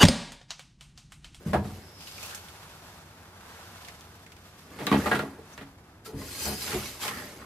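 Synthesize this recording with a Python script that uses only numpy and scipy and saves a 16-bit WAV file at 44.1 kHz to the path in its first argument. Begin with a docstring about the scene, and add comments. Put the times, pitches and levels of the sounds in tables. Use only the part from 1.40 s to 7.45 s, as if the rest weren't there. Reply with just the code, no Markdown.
"""A steel fuel tank is worked loose by hand inside the boot of a car, over a soft outdoor rumble.
It starts with booming knocks and a short drag; each knock rings metal modes and each drag is filtered friction noise.
Then sleeves and arms rustle (coloured friction noise), gliding bands of noise swish, and small parts tick.
After three seconds the tank clangs, chatters and drags again; the last efforts scrape with a gritty squeak."""
import sys
import numpy as np
from scipy import signal
from scipy.fft import rfft, irfft, next_fast_len
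from scipy.io import wavfile
from scipy.ndimage import uniform_filter1d

SR = 44100
rng = np.random.default_rng(int(sys.argv[2]) if len(sys.argv) > 2 else 0)


def master_out(mix):
    """Clip the mix to full scale and print it as 16-bit PCM to the path in sys.argv[1]."""
    frames = np.transpose(np.atleast_2d(mix))
    ceiling = np.clip(frames, -1, 1)
    pcm = np.round(ceiling * 32767).astype(np.int16)
    wavfile.write(sys.argv[1], SR, pcm)


N = 266805
TIME = np.arange(N) / SR


def from_db(db):
    """Turn decibels into gain."""
    return np.exp(np.asarray(db) * (np.log(10) / 20))


def rms_one(x):
    """Scale a sound to an average (rms) level of one."""
    return x / np.sqrt(np.mean(x ** 2) + 1e-20)


def at_hz(points, hz):
    """Read a table between its points, on a logarithmic pitch axis."""
    table_hz, value = np.transpose(points)
    return np.interp(np.log(np.maximum(hz, 1)), np.log(table_hz), value)


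def band(x, low_hz, high_hz, order=2):
    """Keep only the sound between two pitches."""
    edges = [low_hz, min(high_hz, .45 * SR)]
    return signal.sosfilt(signal.butter(order, edges, "band", fs=SR, output="sos"), x)


def add(out, start_s, sound):
    """Mix a sound in from a given time."""
    start = max(round(start_s * SR), 0)
    out[:, start:start + sound.shape[1]] += sound[:, :N - start]


def blend(plain, other, gain):
    """Mix two unrelated sounds of rms one so that the mix stays near rms one."""
    return (plain + gain * other) / np.sqrt(1 + gain ** 2)


# How wide the stereo sound is, from bass to treble: pitch_hz, side_minus_middle_db
WIDTH = [(60, -32), (110, -26), (200, -26), (380, -19), (700, -10), (1290, -7), (2380, -3), (4400, -2),
         (8120, -1), (15000, 0)]


def coloured(pair, spectrum):
    """Give two unrelated noises one spectrum and spread them in stereo: narrow in the bass, wide in the treble."""
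    size = next_fast_len(pair.shape[1])
    hz = np.fft.rfftfreq(size, 1 / SR)
    mid, side = rfft(pair, size) * from_db(at_hz(spectrum, hz))
    left_right = mid + from_db(at_hz(WIDTH, hz)) * side * [[1], [-1]]
    return rms_one(irfft(left_right, size)[:, :pair.shape[1]])


def drift(per_s, size):
    """Wander at random, with straight lines between per_s new values a second."""
    knots = rng.standard_normal(2000)
    return np.interp(TIME[:size] * per_s, np.arange(len(knots)), knots)


def friction(per_s, spread_db, catch_db, size):
    """Countless tiny slips of uneven size, bunched as the surfaces catch and let go."""
    happens = rng.random(size) < per_s / SR
    sizes = from_db(spread_db * np.minimum(rng.exponential(1, size), 5)) * happens
    return rng.standard_normal((2, size)) * sizes * from_db(catch_db * drift(90, size))


def ring_down(blows, t60_s):
    """Amplitude of a plate that stores the energy of each blow and loses 60 dB in t60_s."""
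    kept = from_db(-120 / (t60_s * SR))  # share of the energy left after one sample
    return np.sqrt(signal.lfilter([1], [1, -kept], blows))


def stroke(peak_s, rise_s, fall_s):
    """Speed of one movement: it gathers smoothly to its peak and then dies away."""
    early, late = np.maximum(peak_s - TIME, 0), np.maximum(TIME - peak_s, 0)
    return np.exp(-np.minimum((early / rise_s) ** 2 + late / fall_s, 20))


# Echoes between the walls of the boot: left_delay_s, right_delay_s
BOOT_ECHOES = [(.0023, .0023), (.0041, .0037), (.0059, .0059), (.0083, .0091), (.0127, .0127),
               (.0179, .0163), (.0233, .0233)]
BOOT_ECHO_DB = -14.5  # each echo against the direct sound


def boot(x):
    """The walls of the boot send back quick echoes that give a hollow colour; the level is roughly kept."""
    out, gain = x.copy(), from_db(BOOT_ECHO_DB)
    for delays in BOOT_ECHOES:
        for side, delay_s in enumerate(delays):
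            lag = round(delay_s * SR)
            out[side, lag:] += gain * x[side, :-lag]
    return out / np.sqrt(1 + len(BOOT_ECHOES) * gain ** 2)


# Spectrum of the outdoor rumble: pitch_hz, level_db (per Hz, relative)
AIR = [(15, -61), (25, -15), (42, -14.5), (86, 1), (108, -3), (128, -10.5), (155, -3.5), (257, -11),
       (379, -11), (406, -16), (436, -16), (568, -21), (700, -17.5), (910, -27), (1540, -120)]
AIR_DB = -54


def outdoor_air():
    """Steady noise, shaped to be mostly bass, makes the soft outdoor rumble."""
    return from_db(AIR_DB) * coloured(rng.standard_normal((2, N)), AIR)


# Arms and sleeves brushing past the tank: peak_s (greatest speed), rise_s, fall_s, hiss_db, rub_db
BRUSHES = [(0.68, 0.096, 0.35, -47.5, -57), (0.85, 0.072, 0.15, -42, -48.5), (1.48, 1, 0.42, -54, -53),
           (2.15, 0.32, 0.32, -55, -51), (2.44, 0.36, 0.45, -52.5, -52.5), (3.07, 0.073, 0.17, -57.5, -60),
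           (3.195, 0.021, 0.085, -55, -62), (3.36, 0.1, 0.1, -63, -62), (4.12, 0.094, 0.21, -56, -55.5)]
# Spectrum of brushing cloth: pitch_hz, level_db (per Hz, relative)
CLOTH = [(1290, -55), (2200, -8), (2730, -4), (2970, -6), (4310, -4.5), (5090, -5), (9250, -11),
         (12700, -9), (14600, -17), (16000, -47)]
# Spectrum of rubbing skin: pitch_hz, level_db (per Hz, relative)
RUB = [(260, -27), (450, 1), (497, -1), (823, 3), (1410, 1), (1520, 1), (1950, -4.5), (2800, -19),
       (3640, -18), (6160, -120)]
HOLD_HISS_DB, HOLD_RUB_DB = -66.5, -60  # the faint rubbing of hands that keep their grip


def rustle():
    """Cloth and skin brush along the tank and the rim of the boot: friction noise that follows each stroke."""
    power = from_db([[HOLD_HISS_DB], [HOLD_RUB_DB]]) ** 2
    for peak_s, rise_s, fall_s, hiss_db, rub_db in BRUSHES:
        power = power + (from_db([[hiss_db], [rub_db]]) * stroke(peak_s, rise_s, fall_s)) ** 2
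    hiss, rub = np.sqrt(power)
    fibres = friction(per_s=20000, spread_db=0.5, catch_db=1.2, size=N)
    return hiss * boot(coloured(fibres, CLOTH)) + rub * coloured(fibres, RUB)


# Tugs that drag the tank over the panel; levels are before the trims in slide():
# peak_s (greatest speed), rise_s, fall_s, grit_db, panel_db, shudder_db, squeak_db (against the grit)
TUGS = [(0.04, 0.053, 0.049, -60, -51, -50.5, -20), (0.084, 0.027, 0.13, -50.5, -38, -42.5, -16),
        (0.261, 0.023, 0.27, -52, -45.5, -51.5, -18), (3.69, 0.27, 0.12, -43, -29, -37.5, -13),
        (4.664, 0.013, 0.031, -44, -43.5, -49, 0), (4.82, 0.056, 0.077, -47.5, -41, -43.5, 2),
        (4.97, 0.13, 0.11, -41, -42, -55, -3), (5.03, 0.052, 0.056, -34, -37.5, -43.5, 4),
        (5.075, 0.047, 0.065, -32.5, -37.5, -43, 7.5), (5.16, 0.05, 0.08, -41, -59, -53, -8),
        (5.235, 0.053, 0.065, -36.5, -40, -54, -16), (5.32, 0.079, 0.17, -36, -31.5, -43, -24),
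        (5.46, 0.033, 0.074, -41.5, -39, -69, -11), (5.632, 0.025, 0.045, -35.5, -43, -54, -18),
        (5.675, 0.059, 0.039, -36.5, -26.5, -60, -22), (5.79, 0.12, 0.2, -45.5, -37, -44.5, -25),
        (6.019, 0.054, .2, -68, -41, -52, -25)]
SHUDDER_FOLLOWS = 0.94  # share of the stroke's swing in dB that the shudder follows
SHUDDER_T60_S = 0.11


def tugs():
    """Loudness over time of grit, panel, shudder and squeak; overlapping tugs add their energy."""
    power, shaking = 0, 0
    for peak_s, rise_s, fall_s, grit_db, panel_db, shudder_db, squeak_db in TUGS:
        speed = stroke(peak_s, rise_s, fall_s)
        power = power + (from_db([[grit_db], [panel_db], [grit_db + squeak_db]]) * speed) ** 2
        shaking = shaking + (from_db(shudder_db) * speed ** SHUDDER_FOLLOWS) ** 2
    grit, panel, squeak = np.sqrt(power)
    kept = from_db(-120 / (SHUDDER_T60_S * SR))
    shudder = ring_down((1 - kept) * shaking, SHUDDER_T60_S)
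    return grit, panel, shudder, squeak / grit


BURR_T60_S = 0.055  # how long a caught burr sings


def catches(per_s, low_hz, high_hz, spread_db):
    """Burrs catch and let go at random; each sings briefly at a pitch of its own."""
    out, t = np.zeros((2, N)), TIME[:SR // 12]
    fade = from_db(-60 * t / BURR_T60_S)
    for when, pitch, size, left, right in rng.random((int(per_s * N / SR), 5)):
        pitch_hz = low_hz + pitch * (high_hz - low_hz)
        turns = pitch_hz * t + [[left], [right]]
        add(out, when * TIME[-1], from_db(spread_db * size) * fade * np.sin(2 * np.pi * turns))
    return out


def resonate(slips, modes, flicker_db):
    """Slips excite steel resonances, which come and go as the point of contact travels."""
    out = 0
    for hz, width_hz, level_db in modes:
        resonance = signal.lfilter(*signal.iirpeak(hz, hz / width_hz, fs=SR), slips)
        out = out + from_db(level_db + flicker_db * drift(35, slips.shape[1])) * resonance
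    return rms_one(out)


# Spectrum of the gritty scratch: pitch_hz, level_db (per Hz, relative)
GRIT = [(1180, -55), (2000, -0.5), (2910, 1), (3140, -1), (3430, 0), (4990, 2), (5440, -0.5), (7980, -2.5),
        (9250, -4.5), (11800, -2.5), (13900, -5.5), (16000, -33)]
# Spectrum of the rasping panel: pitch_hz, level_db (per Hz, relative)
SLIDE_PANEL = [(290, -38), (500, -6), (537, -46), (590, 4), (692, -9), (828, 5), (977, -3), (1050, 3.5),
               (1540, -2), (1820, -2), (2800, -13.5), (3640, -17), (6160, -120)]
# Spectrum of the shuddering hollow tank: pitch_hz, level_db (per Hz, relative)
SHUDDER = [(26, -32), (45, -29), (70, 1.5), (123, -5), (161, -10.5), (205, 1), (238, -5), (273, 2),
           (312, -7), (377, -2), (550, -7.5), (720, -23), (1210, -120)]
# Bending modes of a thin steel strap, which squeaks: pitch_hz, width_hz, level_db (relative)
STRAP_MODES = [(1630, 30, -7), (1930, 35, -9), (2550, 30, -6), (3110, 75, -7), (4230, 120, -6),
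               (4580, 50, -7), (4830, 35, -1), (5070, 25, 2), (5670, 32, -8), (6070, 45, -5),
               (6400, 29, -7), (6830, 32, -3), (7260, 36, -6), (7710, 47, -7), (8210, 34, -3),
               (8690, 60, -9), (9230, 60, -9), (9780, 60, -9), (10300, 28, 0), (10900, 38, -7),
               (11500, 70, -8), (12050, 70, -7), (12400, 45, -7), (12700, 38, -7), (13400, 31, -8)]


def slide(grit_db, panel_db, scratch_db, ring_db):
    """Steel dragged over steel: grit scratches, a strap squeaks, the panel rasps and rings, the hollow tank shudders."""
    grit, panel, shudder, squeakiness = tugs()
    slips = friction(per_s=8000, spread_db=1.1, catch_db=-0.1, size=N)

    scratches = coloured(catches(per_s=700, low_hz=1800, high_hz=13860, spread_db=12), GRIT)
    hiss = boot(blend(coloured(slips, GRIT), scratches, from_db(scratch_db)))
    hiss = blend(hiss, resonate(slips, STRAP_MODES, flicker_db=3.0), squeakiness)

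    rings = coloured(catches(per_s=200, low_hz=567, high_hz=2576, spread_db=12.5), SLIDE_PANEL)
    rasp = blend(coloured(slips, SLIDE_PANEL), rings, from_db(ring_db))

    scrape = from_db(grit_db) * grit * hiss + from_db(panel_db) * panel * rasp
    return scrape + shudder * coloured(slips, SHUDDER)


def contact(t, chatter_s, hardness, rebounds_per_s, rebound):
    """Energy of one contact over time: a hard one lands at once, a soft one builds up through its rebounds."""
    hardness = np.clip(hardness, .01, 1)
    touches = rng.random(len(t)) < rebounds_per_s / SR
    fade = np.exp(-(t / chatter_s) ** 2)
    build_up = 1 - np.exp(-t / (0.00033 + 0.0033 * (1 - hardness) ** 2))
    blows = rebound * rng.exponential(1, len(t)) * touches * fade * build_up
    blows[0] = hardness ** 4  # the first blow
    return blows


NOTE_HALO_DB, NOTE_HALO_OCTAVES = 3.5, 0.28  # lift at the note, and distance where it has shrunk to 37 %


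def near_note(rows, note_hz):
    """Lift the levels of a pitch table close to the note of a contact."""
    hz, db = np.transpose(rows)
    return hz, db + NOTE_HALO_DB * np.exp(-(np.log2(hz / note_hz) / NOTE_HALO_OCTAVES) ** 2)


# How the sheet metal answers in six registers: thump, boom, body, clang, clank and crack:
# low_hz, high_hz, t60_s (time to fade by 60 dB), tail_db (slow tail against the main ring),
# clear_share (clear modes, 0-1), level_db (before the drive of the contact), weight_share and
# bite_share (parts of the contact's weight and bite it takes), soft_loss_db (lost in a fully soft contact)
REGISTERS = [(35.3, 114.7, 0.12, -1, 0.1, -18.5, 0.99, 0.036, -4),
             (116, 335, 0.36, -25, 0.7, -7.5, 0.2, 0, -1),
             (326, 1030, 0.16, -23, 0.27, -5.5, 0.015, 0.18, 6),
             (1040, 2020, 0.13, -29, 0.6, -6, 0.072, 0.0035, 42),
             (1965, 4600, 0.15, -39, 0.27, -8, 0.016, 1, 62),
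             (4220, 24000, 0.17, -36, .15, -19, 0.032, 0.94, 15)]
# Modes of the tank: pitch_hz, level_db (relative)
TANK_MODES = [(140.0, -37), (211, -35), (274.5, -42), (369, -45), (446.8, -38.5), (592, -42), (624.5, -41),
              (736, -33), (848, -35.5), (942, -38.5), (1109, -46), (1165, -44), (1324, -50), (1394, -42.5),
              (1462, -41), (1631, -42.5), (1680, -45), (1760, -64), (1825, -49), (1916, -41.5), (2040, -49),
              (2137, -52), (2396, -46.5), (2560, -52), (2638, -52), (2719, -61), (2830, -49), (3122, -54),
              (3214, -61), (3365, -59), (3900, -70), (4150, -74)]
# The crowd of weaker panel modes: pitch_hz, level_db (per Hz, relative)
PANEL = [(29, -49), (50, -16), (72, -14), (137, -6), (174, -7.5), (206, -3), (244, -19), (275, -8),
         (385, -12.5), (455, -10.5), (538, -20.5), (607, -15), (1440, -22.5), (2300, -27.5), (3300, -34),
         (6380, -46), (11900, -45.5), (15500, -62)]
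TAIL_T60_S = 0.81
NOTE_LIFT_DB = 6  # a contact's note lifts its whole register


def knock(strength_db, weight_db, hardness, bite_db, note_hz, blows, note_db, mode_spread_db):
    """Blows feed the tank's modes and the panels: weight brings mostly bass, hardness and bite mostly treble."""
    t = TIME[:len(blows)]
    crowd_hz = np.geomspace(20, SR / 2, 200)
    crowd = near_note(np.transpose([crowd_hz, at_hz(PANEL, crowd_hz)]), note_hz)
    panels = coloured(rng.standard_normal((2, len(t))), np.transpose(crowd))

    hz, mode_db = near_note(TANK_MODES, note_hz)
    strength = from_db(mode_db + mode_spread_db * rng.standard_normal(len(hz)))
    # the contact's own note stands above its neighbours and takes over the mode it falls on
    octaves_away = np.abs(np.log2(hz / note_hz))
    note = from_db(note_db) * strength[octaves_away < octaves_away.min() + 1].max()
    strength = np.append(strength * (octaves_away > .04), note)
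    hz = np.append(hz, note_hz)

    # higher modes reach the two sides in more different phases
    skew = np.arctan(from_db(at_hz(WIDTH, hz))) * rng.choice([-1, 1], len(hz))
    strength = strength * rng.choice([-1, 1], len(hz))

    out = 0
    for low, high, t60_s, tail_db, clear, level_db, weight_share, bite_share, soft_loss_db in REGISTERS:
        modes = np.zeros((2, len(t)))
        for k in np.flatnonzero((hz >= low) & (hz < high)):
            modes += strength[k] * np.sin(2 * np.pi * hz[k] * t + [[-skew[k]], [skew[k]]])
        crowd_sound = rms_one(band(panels, low, high, order=4))
        metal = np.sqrt(clear) * rms_one(modes) + np.sqrt(1 - clear) * crowd_sound
        swing = ring_down(blows, t60_s) + from_db(tail_db) * ring_down(blows, TAIL_T60_S)
        sound = band(metal * swing, low / 2, high * 1.58, order=3)
        # loudest stretch of a thirtieth of a second
        energy = uniform_filter1d(np.mean(sound ** 2, axis=0), size=SR // 30, mode="constant")
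        loudest = np.sqrt(energy.max())
        drive_db = strength_db + weight_share * weight_db + bite_share * bite_db
        drive_db += NOTE_LIFT_DB * (low <= note_hz < high) - (1 - hardness) * soft_loss_db
        out = out + from_db(level_db + drive_db) * sound / loudest
    return out


# Tank against car body: start_s, strength_db (relative), weight_db (weight behind it, relative),
# hardness (0-1), bite_db (bite of the edge, relative), chatter_s, note_hz (note it brings out),
# ring_db (level at which that note rings on)
KNOCKS = [(0.062, -39, 21.5, 0.1, 0, 0.047, 194, -48), (0.1325, -23, 3, 0.84, -2.5, 0.0027, 746, -31),
          (0.142, -28, 11.5, 0.95, -6, 0.0056, 582, -26), (0.161, -34.5, 10, 0.95, -24, 0.003, 196.4, -22),
          (0.246, -39.5, 12, 0.73, -3, 0.012, 144, -42), (3.388, -43.5, -11, 0.89, 11, 0.027, 460, -58),
          (3.404, -35, -6, 0.82, 0, 0.017, 283, -42), (3.4686, -31, -19, 1, -1, 0.002, 3820, -50),
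          (3.469, -40, -13, 1, -2, 0.002, 1162, -30), (3.515, -26.5, -14, 0.95, 0, 0.0075, 1110, -29),
          (3.526, -26.5, 7, 1, 1, 0.025, 860, -37), (3.659, -25.5, -27, 0.9, -2, 0.0026, 1203, -42),
          (3.667, -34, -20, 0.98, 2, .002, 860, -46), (3.714, -19.5, -45, 0.95, -4, 0.014, 1632, -40),
          (3.727, -24, -18, 0.85, -6, 0.0034, 1450, -35), (3.748, -30, -15, 0.88, 8, 0.0094, 1394, -36),
          (3.7926, -28.5, -18, 0.88, 3, 0.002, 1406, -35), (3.818, -32, -8, 0, 4, 0.014, 395, -36),
          (3.982, -46.5, -16, 0.15, 14, 0.01, 447, -41), (4.178, -47, 13, 0.92, 8.5, 0.018, 1895, -58),
          (4.211, -46.5, 2, 1, 1, 0.015, 277, -59), (4.66, -57, 4, 0.84, -3, 0.003, 1340, -43),
          (4.675, -47, 5, 0.75, 2, 0.09, 441, -43.5), (4.732, -40, 16.5, 0.14, -5, 0.018, 276.7, -34),
          (4.811, -56, 0, .9, -3, .006, 2035, -47), (4.816, -52, 13, .9, 0, .004, 1055, -44),
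          (5.061, -30, -2, 0.8, -0.5, 0.053, 72, -32), (5.277, -44.5, -3, 1, 8, 0.006, 1435, -49),
          (5.327, -40.5, 21, 0.93, 10, 0.023, 438, -32), (5.342, -35.5, 7, 0.5, -4, 0.017, 368, -29.5),
          (5.622, -47, -20, 0.9, 8, 0.005, 3250, -40), (5.65, -44, -15, 0.94, 5, 0.0077, 845, -38),
          (5.679, -44, -12, 1, 11, 0.004, 1043, -41)]
NOTE_T60_S = 0.14


def knocks():
    """The tank bumps about in its recess; each contact excites the metal and leaves one note ringing."""
    out, t = np.zeros((2, N)), TIME[:SR // 2]
    for start_s, strength_db, weight_db, hardness, bite_db, chatter_s, note_hz, ring_db in KNOCKS:
        blows = contact(t, chatter_s, hardness, rebounds_per_s=1100, rebound=0.025)
        swing = ring_down(blows, NOTE_T60_S)
        soft_start = 1 - np.exp(-note_hz * t)
        ring = from_db(ring_db) * swing / swing.max() * np.cos(2 * np.pi * note_hz * t) * soft_start
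        metal = knock(strength_db, weight_db, hardness, bite_db, note_hz, blows, note_db=5.0, mode_spread_db=4.0)
        add(out, start_s, ring + metal)
    return out


# The tank sticks and slips in a quick run of booms: start_s, length_s, slips_per_s, boom_hz, level_db
JUDDERS = [(0.062, 0.06, 56, 160, -31), (3.5165, 0.08, 70.3, 214, -20.5)]


def judders(fade_db, spread, jitter_s):
    """Each slip thumps the tank's wall, which the hand damps at once; the run weakens and stops."""
    out = np.zeros((2, N))
    for start_s, length_s, slips_per_s, boom_hz, level_db in JUDDERS:
        when = np.arange(0, length_s, 1 / slips_per_s)
        late = jitter_s * rng.random(len(when))
        slips = np.zeros(SR // 4)
        slips[((when + late) * SR).astype(int)] = from_db(-fade_db * when / length_s)
        boom = band(slips, boom_hz / spread, boom_hz * spread)
        average = np.sqrt(np.sum(boom ** 2) / (length_s * SR))
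        add(out, start_s, from_db(level_db) * boom[None] / average)
    return out


# Narrow-band squeals of skin or steel sliding over paint:
# peak_s, length_s (from the peak to 37 %), pitch_hz (at the peak), glide_hz_per_s, width_hz, level_db (at the peak)
SWISHES = [(0.48, 0.089, 5300, 2613, 300, -61), (0.611, 0.07, 5100, -2600, 350, -54),
           (0.76, 0.096, 4950, 1, 500, -53), (0.786, 0.012, 2480, 4, 250, -48),
           (0.841, 0.018, 2570, 3998, 300, -47.5), (0.938, 0.049, 1550, -0.5, 700, -47),
           (4.139, 0.01, 6100, 1, 500, -52.5), (5.725, 0.049, 1344, -2, 160, -43.5),
           (5.76, 0.1, 1793, -400, 360, -43.5)]


def swishes():
    """A surface sliding on smooth paint hisses in one narrow band that glides, swells and fades with the stroke."""
    out = 0
    for peak_s, length_s, hz, glide_hz_per_s, width_hz, level_db in SWISHES:
        pitch_hz = hz + glide_hz_per_s * np.clip(TIME - peak_s, -2 * length_s, 2 * length_s)
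        phase = 2 * np.pi * np.cumsum(pitch_hz) / SR
        # slow noise, moved up to the gliding pitch
        lowpass = signal.butter(2, width_hz / 2, fs=SR, output="sos")
        a, b = signal.sosfilt(lowpass, rng.standard_normal((2, 2, N)))
        hiss = rms_one(a * np.cos(phase) + b * np.sin(phase))
        out = out + from_db(level_db) * hiss * np.exp(-((TIME - peak_s) / length_s) ** 2)
    return out


def from_left(x, lag_s):
    """Sound from the left reaches the right microphone a little later."""
    return np.array([x[0], np.interp(TIME - lag_s, TIME, x[1])])


# Small hard parts touching: start_s, snap_db (before the trim in ticks()), ring_hz, ring_db (against the snap)
TICKS = [(0.607, -35, 2810, -6), (0.623, -45, 2920, 3.5), (0.6718, -37, 2720, 1), (0.682, -33, 4000, -9),
         (0.713, -34, 5000, -7), (0.7807, -37, 2460, -2), (0.829, -27, 7000, -8), (0.862, -25, 7600, -13),
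         (0.894, -39, 7000, -1), (0.909, -31.5, 2930, -6), (0.948, -25.5, 6800, -4), (1.004, -47, 3470, -5),
         (1.085, -36.5, 3260, -4), (2.448, -37, 3110, -2), (2.484, -33.5, 2230, -1),
         (2.609, -29, 3210, -15.5), (2.863, -42.5, 2090, 0), (2.9197, -36.5, 2560, -5.5),
         (2.966, -44, 2400, -2), (3.4682, -8.5, 3720, -17.5), (3.749, -39, 4000, -11),
         (4.1784, -45, 1900, 5), (5.68, -16, 1670, -8)]
TICK_T60_S = 0.08


def ticks(level_db, snap_s, ping_db):
    """Hard little contacts: a sharp bright snap, then a short ring in the boot with a ping at its centre."""
    out, t = np.zeros((2, N)), TIME[:SR // 8]
    for start_s, snap_db, ring_hz, ring_db in TICKS:
        snap, ring, ping = rng.standard_normal((3, 2, len(t)))
        snap = rms_one(band(snap, 1400, 8800, order=1)) * np.exp(-t / snap_s)
        ring = rms_one(band(ring, ring_hz / 2, ring_hz * 2, order=1))
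        ping = rms_one(band(ping, ring_hz * 0.86, ring_hz * 1.14, order=1))
        ring = blend(ring, ping, from_db(ping_db)) * from_db(ring_db - 60 * t / TICK_T60_S)
        add(out, start_s, from_db(snap_db + level_db) * (snap + ring))
    return out


def scene():
    """The work in the boot, over the outdoor air."""
    air = outdoor_air()
    hands = from_left(rustle() + swishes(), lag_s=.0001)
    tank = slide(grit_db=0.5, panel_db=-9.5, scratch_db=-4.5, ring_db=-0.5)
    tank = tank + knocks() + judders(fade_db=5, spread=1.305, jitter_s=0.00041)
    return air + hands + tank + ticks(level_db=-5.5, snap_s=0.00029, ping_db=0.5)


# The two microphones differ in colour: pitch_hz, left_minus_right_db
MIC_BALANCE = [(150, 0), (380, .4), (700, .7), (1290, -.6), (2380, -2.4), (4400, -.7), (8120, -1.8),
               (15000, 1)]
CUTOFF_HZ = 15600


def record(dry):
    """Each microphone adds its colour; the top is cut steeply."""
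    size = next_fast_len(N)
    tilt_db = at_hz(MIC_BALANCE, np.fft.rfftfreq(size, 1 / SR))
    heard = irfft(rfft(dry, size) * from_db(tilt_db * [[.5], [-.5]]), size)[:, :N]
    return signal.sosfilt(signal.ellip(10, .2, 90, CUTOFF_HZ, fs=SR, output="sos"), heard)


dry = scene()
out = record(dry)
master_out(out)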